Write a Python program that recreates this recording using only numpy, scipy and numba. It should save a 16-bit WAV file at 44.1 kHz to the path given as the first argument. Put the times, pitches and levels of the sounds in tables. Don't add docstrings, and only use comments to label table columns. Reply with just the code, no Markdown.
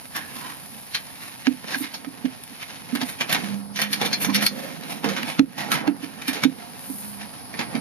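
import sys
import numpy as np
from scipy import signal
from scipy.fft import rfft, irfft, next_fast_len
from scipy.io import wavfile
from scipy.ndimage import uniform_filter1d
from numba import njit

SR = 44100
rng = np.random.default_rng(int(sys.argv[2]) if len(sys.argv) > 2 else 0)


def unload_audio(sound):
    columns = np.transpose(np.atleast_2d(sound))
    steps = np.round(np.clip(columns, -1, 1) * 32767)
    wavfile.write(sys.argv[1], SR, steps.astype(np.int16))


N = 344065
TIME = np.arange(N) / SR

# time_s, scrape_db, body_db
RUB_LEVELS = [(0.0, -52.5, -54), (0.67, -50, -53.5), (1.8, -49, -54.5), (2.2, -54.5, -50.5),
              (2.5, -48, -55.5), (2.89, -48, -50), (3.24, -48, -49), (3.39, -35, -37.5), (3.56, -45, -43),
              (3.8, -73, -54), (3.93, -35, -42), (4.26, -54, -38.5), (4.74, -44, -43.5), (5.24, -51, -45),
              (5.39, -48.5, -48), (5.63, -56, -51), (5.76, -75.5, -33.5), (6.02, -50, -46.5),
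              (7.0, -50, -50), (7.49, -51.5, -49.5), (7.8, -53, -39.5)]
# frequency_hz, density_db
CASE_SPECTRUM = [(40, -14), (100, -30), (165, -1), (215, -0.5), (280, 0.5), (340, -17.5), (480, -11),
                 (900, -58)]
# frequency_hz, lead_rad
PORT_LEAD = [(40, 3.5), (260, 1.12), (1900, 1.5), (4300, 1.74), (6800, 2), (10000, 4), (13300, 4.5)]


def undb(db):
    return 10 ** (np.asarray(db) / 20)


def unit(x):
    return x / np.sqrt(np.mean(x ** 2))


def t60_decay(t, t60):
    return np.exp(-np.log(1000) * t / t60)


def curves(table):
    s, *columns = np.transpose(table)
    return [np.interp(TIME, s, column) for column in columns]


def along(points, hz):
    at_hz, value = np.transpose(points)
    return np.interp(np.log(hz + 1), np.log(at_hz), value)


def filtered(x, response):
    size = next_fast_len(x.shape[-1] + 4096)
    hz = np.fft.rfftfreq(size, 1 / SR)
    return irfft(rfft(x, size) * response(hz), size)[..., :x.shape[-1]]


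def colour(x, points):
    return filtered(x, lambda hz: unit(undb(along(points, hz))))


def resonance(hz, centre_hz, width_hz):
    damping = 1j * hz * width_hz
    return damping / (centre_hz ** 2 - hz ** 2 + damping)


def registers(hz, body_hz=1100, hiss_hz=7500):
    body = 1 / (1 + (hz / body_hz) ** 4)
    hiss = 1 - 1 / (1 + (hz / hiss_hz) ** 8)
    return np.array([body, 1 - body - hiss, hiss])


def walk(rate):
    k = int(SR / rate)
    steps = np.repeat(rng.standard_normal(N // k + 1), k)
    return unit(uniform_filter1d(steps, k)[:N])


def slips(size, rate, spread_db, smooth):
    happens = rng.random(size) < rate / SR
    strength = undb(spread_db * np.minimum(rng.exponential(size=size), 4)) * happens
    clicks = unit(strength * rng.standard_normal((2, size)))
    return unit(clicks + smooth * rng.standard_normal((2, size)))


def add(track, s, sound):
    start = int(s * SR)
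    a, b = max(start, 0), min(start + sound.shape[-1], N)
    track[:, a:b] += sound[:, a - start:b - start]


def tint(x, body_db, hiss_db, ring_hz, ring_db, ring_q=13, patchy_db=2.5, patch_hz=160):
    grid = np.arange(0, SR / 2, patch_hz)
    favour_db = patchy_db * rng.standard_normal(len(grid))

    def response(hz):
        balance = undb([body_db, 0, hiss_db]) @ registers(hz)
        patches = unit(undb(np.interp(hz, grid, favour_db)))
        ring = undb(ring_db) * resonance(hz, ring_hz, ring_hz / ring_q)
        return balance * patches * (1 + ring)
    return filtered(x, response)


def fleece(scrape_gain_db=5, body_gain_db=15, catch_db=2.5):
    # peak_s, level_db, width_s (peak to 1/e)
    swishes = [(0.55, -44, 0.69), (1.8, -27, 0.034), (6.98, -31.5, 0.15)]
    scrape_db, body_db = curves(RUB_LEVELS)
    hiss = undb(-43 + 0.5 * (scrape_db + 48.5))
    for s, db, width in swishes:
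        hiss = hiss + undb(db) * np.exp(-((TIME - s) / width) ** 2)
    rub = slips(N, rate=1500, spread_db=4.0, smooth=1.22)
    catching_db = catch_db * walk(45)
    body_part, scrape_part, hiss_part = filtered(rub, lambda hz: registers(hz)[:, None])
    body = body_part * undb(body_db + body_gain_db + catching_db)
    scrape = scrape_part * undb(scrape_db + scrape_gain_db + catching_db)
    return body + scrape + hiss_part * hiss


def grip(gain_db=3, flutter_db=2.0):
    _, body_db = curves(RUB_LEVELS)
    rumble = colour(rng.standard_normal((2, N)), CASE_SPECTRUM)
    return rumble * undb(body_db + gain_db + flutter_db * walk(16))


def hush(level_db=-47, swell_db=2.5):
    # frequency_hz, density_db
    spectrum = [(25, -7), (60, 4), (130, 16), (270, -18), (400, -3.5), (900, 7.5), (1600, -10.5),
                (2700, -15), (5000, -1), (8500, -33), (10000, 3.5), (10800, 8), (11600, -17), (13300, -26)]
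    return colour(rng.standard_normal((2, N)), spectrum) * undb(level_db + swell_db * walk(1.34))


def scuffs(gain_db=1.85, body_db=4.5, catch_db=2.0, rise_share=0.77):
    # peak_s, level_db, t60_s, hiss_db, ring_hz, ring_db
    drags = [(0.167, -29.5, 0.11, 2, 1100, 12), (0.37, -34, 0.23, 2, 1040, 12),
             (0.465, -37.5, 0.5, -3, 1023, 15.5), (1.235, -39.5, 0.5, -0.5, 1150, 8),
             (1.459, -32.5, 0.081, -14, 1950, 6), (1.718, -26.5, 0.27, -8, 1040, 4),
             (1.843, -30.5, 0.22, -8, 2100, -5), (1.945, -34.5, 0.17, -3, 4550, -2),
             (2.629, -34.5, 0.18, -8, 2150, -6), (3.019, -20.5, 0.075, -9, 895, 10),
             (3.092, -34, 0.25, 4, 1940, -1), (4.06, -20.5, 0.09, -2.5, 3340, -7),
             (4.23, -27.5, 0.19, 10, 2720, 5), (4.298, -30.5, 0.11, -14, 1010, 17),
             (4.39, -30.5, 0.32, -19, 530, 19), (4.428, -20.5, 0.12, 0, 2400, -4),
             (4.609, -36, 0.57, -0.5, 538, 19), (4.92, -33.5, 0.33, -0.5, 710, 3),
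             (5.29, -27.5, 0.3, -6.5, 900, 1), (5.61, -34, 0.28, -23, 1910, 9),
             (6.041, -33, 0.12, -4, 2600, 1), (6.37, -28.5, 0.18, -13, 440, 18),
             (6.63, -43.5, 0.46, -9, 745, 14), (7.215, -32, 0.15, -18, 1910, -15)]
    out, lead_s = np.zeros((2, N)), 0.2
    t = np.arange(3 * SR // 5) / SR - lead_s
    for s, db, t60, hiss_db, ring_hz, ring_db in drags:
        swell = t60_decay(np.maximum(-t / rise_share, t), t60)
        drag = swell * slips(len(t), rate=2200, spread_db=2.0, smooth=0.94)
        add(out, s - lead_s, undb(db + gain_db) * tint(drag, body_db, hiss_db, ring_hz, ring_db))
    return out * undb(catch_db * walk(110))


def clanks(gain_db=0.2, crack_s=0.0011, brush_db=-11, brush_s=0.014, darken_hz=3100):
    # strike_s, level_db, t60_s, body_db, hiss_db, crack_db, ring_hz, ring_db
    strikes = [(0.15, -30, 0.43, 4, -21, -6, 1710, 8.5), (0.947, -17, 0.13, -13, -8, 3, 4400, 4),
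               (1.4697, -21.5, 0.04, 3.5, -22, 12, 2860, 4), (1.643, -37, 0.042, 19.5, -5, 3, 564, 0),
               (1.744, -19, 0.052, -1, -12, -9, 1660, 11), (2.047, -36, 0.076, 15, -6, 3, 2350, 0),
               (2.254, -31.5, 0.1, 8, -11, 1, 2980, 3), (2.437, -45, .015, -20, 10, 16, 4700, -14),
               (2.952, -23.5, 0.13, 7.5, -1.5, 5, 2100, -6), (3.2088, -15, 0.12, 4, -10.5, 2.5, 2400, 0),
               (3.295, -20, 0.19, 6, -7, -4, 1210, 4), (3.326, -13.5, 0.11, -1, 1.5, 0, 3930, -4),
               (3.347, -14.5, 0.12, 1.5, -14, 1, 800, 8.5), (3.759, -24.5, 0.26, -9, -2.5, -14, 5940, 4),
               (3.791, -22.5, 0.23, 7, -2, -5, 1880, 5), (3.817, -15.5, 0.15, -1.5, 0.5, 2, 3200, -3),
               (3.93, -16, 0.089, -16, 2, 2, 1620, -4), (4.014, -19.5, 0.16, 12, -4, -7, 470, 9),
               (4.129, -17.5, 0.13, -16, -5.5, -8, 4200, 2), (4.246, -19, 0.097, 7.5, -3, -4, 6200, 8),
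               (4.346, -14.5, 0.15, -11, -1.5, -4, 4680, -7), (4.359, -18, 0.07, -9, -1, -2, 5660, 13),
               (4.465, -11.5, 0.062, -18, 5, 6, 4560, 9), (4.836, -34.5, 0.024, -8, -6, 2, 4130, 10),
               (5.043, -22.5, 0.2, 13.5, -6, 3, 466, 11), (5.089, -25, 0.43, 6, -6, -11, 537, 8),
               (5.165, -22.5, 0.29, 4.5, -10, -4, 1500, 5), (5.231, -20, 0.023, 0, -5.5, 4, 2200, -11),
               (5.394, -18.5, 0.036, 10.5, -21, 11.5, 1400, 3), (5.579, -27.5, 0.66, 9, -2.5, -17, 860, 3),
               (5.7177, -15.5, 0.17, 1.5, 0.5, 8, 1320, 7), (5.742, -20, 0.3, 4, -5.5, 1, 980, 2),
               (5.877, -24, 0.044, 15, -7, 3.5, 2760, 8), (6.2164, -30.5, 0.22, 1, -7, -13, 2400, -3),
               (6.281, -18, 0.13, -3.5, 0, 5, 4350, -6), (6.331, -25, 0.31, 3, -4, -12, 5000, -8),
               (6.437, -13.5, 0.035, 5, -8, 6.5, 2260, 1), (6.4455, -20.5, 0.075, 0, -15, 8.5, 3670, 12),
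               (7.541, -33.5, 0.1, 10, -8, 5.5, 2000, 6), (7.591, -19.5, 0.21, 8.5, -13, -9, 905, 0),
               (7.753, -26.5, 0.13, 9.5, -14, -1, 2280, -1)]
    dull_lasts, bright_lasts = 1.254, 0.71
    out, lead_s = np.zeros((2, N)), 0.04
    t = np.arange(SR // 4) / SR - lead_s
    after = np.maximum(t, 0)
    brush = undb(brush_db) * np.exp(-abs(t) / brush_s)
    for s, db, t60, body_db, hiss_db, crack_db, ring_hz, ring_db in strikes:
        dull_fade = np.where(t < 0, brush, t60_decay(after, t60 * dull_lasts))
        bright_fade = np.where(t < 0, brush, t60_decay(after, t60 * bright_lasts))
        chatter = slips(len(t), rate=1800, spread_db=2.0, smooth=0.8)
        dull = filtered(chatter, lambda hz: 1 / (1 + (hz / darken_hz) ** 4))
        crack_fade = undb(crack_db) * (t >= 0) * np.exp(-after / crack_s)
        crack = crack_fade * rng.standard_normal((2, len(t)))
        blow = dull * dull_fade + (chatter - dull) * bright_fade + crack
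        add(out, s - lead_s, undb(db + gain_db) * tint(blow, body_db, hiss_db, ring_hz, ring_db))
    return out


def mesh(contact, ring_db=-4, t60=0.057, taut_s=4.04, taut_width_s=0.38):
    wire_hz = [2391, 3530, 4260, 4410, 4720, 5490, 5780, 6138, 6280, 9400, 11400]
    t = np.arange(SR // 8) / SR
    phases = 2 * np.pi * rng.random((2, len(wire_hz), 1))
    tones = np.sin(2 * np.pi * np.outer(wire_hz, t) + phases).sum(axis=1)
    wires = unit(tones * t60_decay(t, t60)) / np.sqrt(len(t))
    taut = np.exp(-((TIME - taut_s) / taut_width_s) ** 4)
    share = 0.12 + 0.6 * taut
    jangle = signal.oaconvolve(contact * share, wires, axes=1)[:, :N]
    return contact * np.sqrt(1 - share ** 2 / 2) + undb(ring_db) * jangle


def panel(contact, ring_db=-2, scatter_db=-10, scatter_t60=0.12):
    # frequency_hz, level_db, t60_s
    modes = [(527.6, 4.5, 0.26), (706, 8, 0.29), (823, -0.5, 0.49), (1881, 1, 0.33)]
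    # frequency_hz, density_db
    spectrum = [(60, -29.5), (150, 0), (260, 4), (380, -9), (700, -4), (1200, -3), (1700, 2), (2400, 3),
                (4000, -1), (6500, -6.5), (8000, -9), (9500, -1), (13300, -5)]

    def ringing(hz):
        return sum(undb(db + ring_db) * resonance(hz, mode_hz, np.log(1000) / np.pi / t60)
                   for mode_hz, db, t60 in modes)
    rings = filtered(contact, ringing)
    t = np.arange(SR // 4) / SR
    echoes = unit(rng.standard_normal((2, len(t))) * t60_decay(t, scatter_t60)) / np.sqrt(len(t))
    scatter = signal.fftconvolve(contact, echoes, axes=1)[:, :N]
    return colour(contact + rings + undb(scatter_db) * scatter, spectrum)


def ports(paths, likeness):
    # frequency_hz, difference_db
    port_balance = [(40, -5), (120, -2.5), (250, -10.5), (500, -5.5), (1000, -4.5), (2000, -5), (4000, 1),
                    (12000, -0.2)]
    left = filtered(paths[0], lambda hz: np.exp(1j * along(PORT_LEAD, hz)))
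    right = likeness * paths[0] + np.sqrt(1 - likeness ** 2) * paths[1]

    def balance(hz):
        ratio = undb(along(port_balance, hz))
        return np.array([ratio, np.ones_like(hz)]) * np.sqrt(2 / (1 + ratio ** 2))
    return filtered(np.array([left, right]), balance)


def knocks(beat_hz=33, decay_s=0.027, thud_db=-11, thud_hz=430, thud_s=0.0046,
           shake_db=-19, shake_s=0.041, lead_rad=1.0):
    # start_s, level_db, pitch_hz, second_mode_strength (0-1)
    blows = [(1.471, -4.5, 268.7, 0.7), (1.758, -23, 265, 0.9), (1.803, -18.5, 283.6, 1),
             (2.067, -22, 277, 0.48), (2.243, -11, 266, 0.36), (2.925, -12.5, 245.6, 0.95),
             (2.951, -15.5, 264, 0.7), (3.026, -12, 255, 0.08), (4.281, -13.5, 277, .8),
             (5.041, -15, 283, 0.84), (5.231, -23, 256.5, 0.9), (5.395, 5.5, 282, 0.32),
             (5.876, -6, 297.4, 0.47), (6.026, -23, 284, 1), (6.279, -15, 274, 0.7),
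             (6.449, 0, 273.4, 0.43), (6.895, -20, 273, 0.4), (7.743, -16.5, 249.7, 1)]
    out, t = np.zeros((2, N)), np.arange(SR // 5) / SR
    soft_contact = 1 - np.exp(-t / 0.0035)
    for s, db, hz, share in blows:
        heaviness = np.clip((db - 1.5) / 6, 0, 1)
        left_db = -12.5 + 5 * heaviness
        lower = np.exp(-2j * np.pi * beat_hz * t * share / (1 + share))
        upper = share * np.exp(2j * np.pi * beat_hz * t / (1 + share))
        fade_s = decay_s * (1 + share) / 2
        ring = (lower - upper) * np.exp(2j * np.pi * hz * t - t / fade_s)
        thud = undb(thud_db) * np.exp(2j * np.pi * thud_hz * t - t / thud_s)
        tone = ring / abs(ring).max() + thud
        noise = colour(rng.standard_normal((2, len(t))), CASE_SPECTRUM)
        shake = undb(shake_db) * np.exp(-t / shake_s) * noise
        pair = (np.array([tone * np.exp(1j * lead_rad), tone]).imag + shake) * soft_contact
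        add(out, s, undb([[db + left_db], [db]]) * pair)
    return out


def pings(gain_db=-3, scatter_db=0.5, detune=0.013, buzz_db=1, buzz_s=0.016):
    # start_s, level_db
    snaps = [(1.942, -28.5), (3.93, -20.5), (4.13, -18), (4.347, -27), (4.4654, -16), (5.719, -26)]
    # frequency_hz, level_db, t60_s
    modes = [(3490, -11, 0.1), (4200, -6, 0.058), (4385, 4, 0.029), (4730, -2, 0.037), (5200, -2, 0.038),
             (6200, -6.5, 0.052)]
    out, t = np.zeros((2, N)), np.arange(SR // 5) / SR
    hz, mode_db, t60 = np.transpose(modes)[:, :, None]
    for s, db in snaps:
        tuned_hz = hz * (1 + detune * rng.standard_normal(hz.shape))
        rings = np.exp((2j * np.pi * tuned_hz - np.log(1000) / t60) * t)
        mix = undb(db + gain_db + mode_db.T + scatter_db * rng.standard_normal((2, len(hz))))
        phases = np.exp(2j * np.pi * rng.random(mix.shape))
        ring = (mix * phases @ rings).imag
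        buzz = unit(rng.standard_normal((2, len(t))) * np.exp(-t / buzz_s)) / np.sqrt(len(t))
        add(out, s, ring + undb(buzz_db) * signal.fftconvolve(ring, buzz, axes=1)[:, :len(t)])
    return out


def drone(pitch_hz=202, waver=0.01875, flutter_db=2.5, gain_db=-3, left_db=-10,
          shudder_db=-17, shudder_hz=120, shudder_width_hz=35, attack_s=0.0056, release_s=0.062):
    # start_s, length_s, level_db
    leans = [(3.433, 0.2, -24.5), (3.756, 0.29, -36), (4.02, 0.2, -36.5), (4.264, 0.17, -28.5),
             (5.046, 0.061, -25), (6.87, 0.38, -40)]
    leaning = np.zeros(N)
    for s, length, db in leans:
        attack = np.clip((TIME - s) / attack_s, 0, 1)
        release = np.exp(-np.maximum(TIME - s - length, 0) / release_s)
        leaning += undb(db) * attack * release
    phase = 2 * np.pi * np.cumsum(pitch_hz * (1 + waver * walk(25))) / SR
    left = undb(left_db) * np.sin(phase + along(PORT_LEAD, pitch_hz))
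    pair = np.array([left, np.sin(phase)])
    noise = rng.standard_normal((2, N))
    shudder = unit(filtered(noise, lambda hz: resonance(hz, shudder_hz, shudder_width_hz) ** 2))
    return (2 * pair + undb(shudder_db) * shudder) * leaning * undb(gain_db + flutter_db * walk(20))


def scene():
    chute = panel(fleece() + mesh(scuffs() + clanks()))
    at_ports = ports(chute + grip() + hush(), likeness=0.51)
    return at_ports + knocks() + pings() + drone()


@njit
def follow(x, fall):
    out, e = np.empty(len(x)), 0.
    for i in range(len(x)):
        e = max(x[i], e * fall)
        out[i] = e
    return out


def record(dry, notch_hz=7900, notch_width_hz=1200, top_hz=13600):
    edges = notch_hz - notch_width_hz / 2, notch_hz + notch_width_hz / 2
    x = signal.sosfilt(signal.butter(2, edges, "bandstop", fs=SR, output="sos"), dry)
    x = signal.sosfilt(signal.butter(2, 50, "high", fs=SR, output="sos"), x)
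    ceiling, attack_s, release_s = 0.4, 0.003, 0.17
    loudness = uniform_filter1d(abs(x).max(axis=0), size=129)
    held = follow(loudness, np.exp(-1 / (release_s * SR)))
    lag = np.exp(-1 / (attack_s * SR))
    cut = signal.lfilter([1 - lag], [1, -lag], 1 - ceiling / np.maximum(held, ceiling))
    rounded = np.tanh(x * (1 - cut))
    return signal.sosfilt(signal.ellip(10, 0.2, 70, top_hz, fs=SR, output="sos"), rounded)


dry = scene()
out = record(dry)
unload_audio(out)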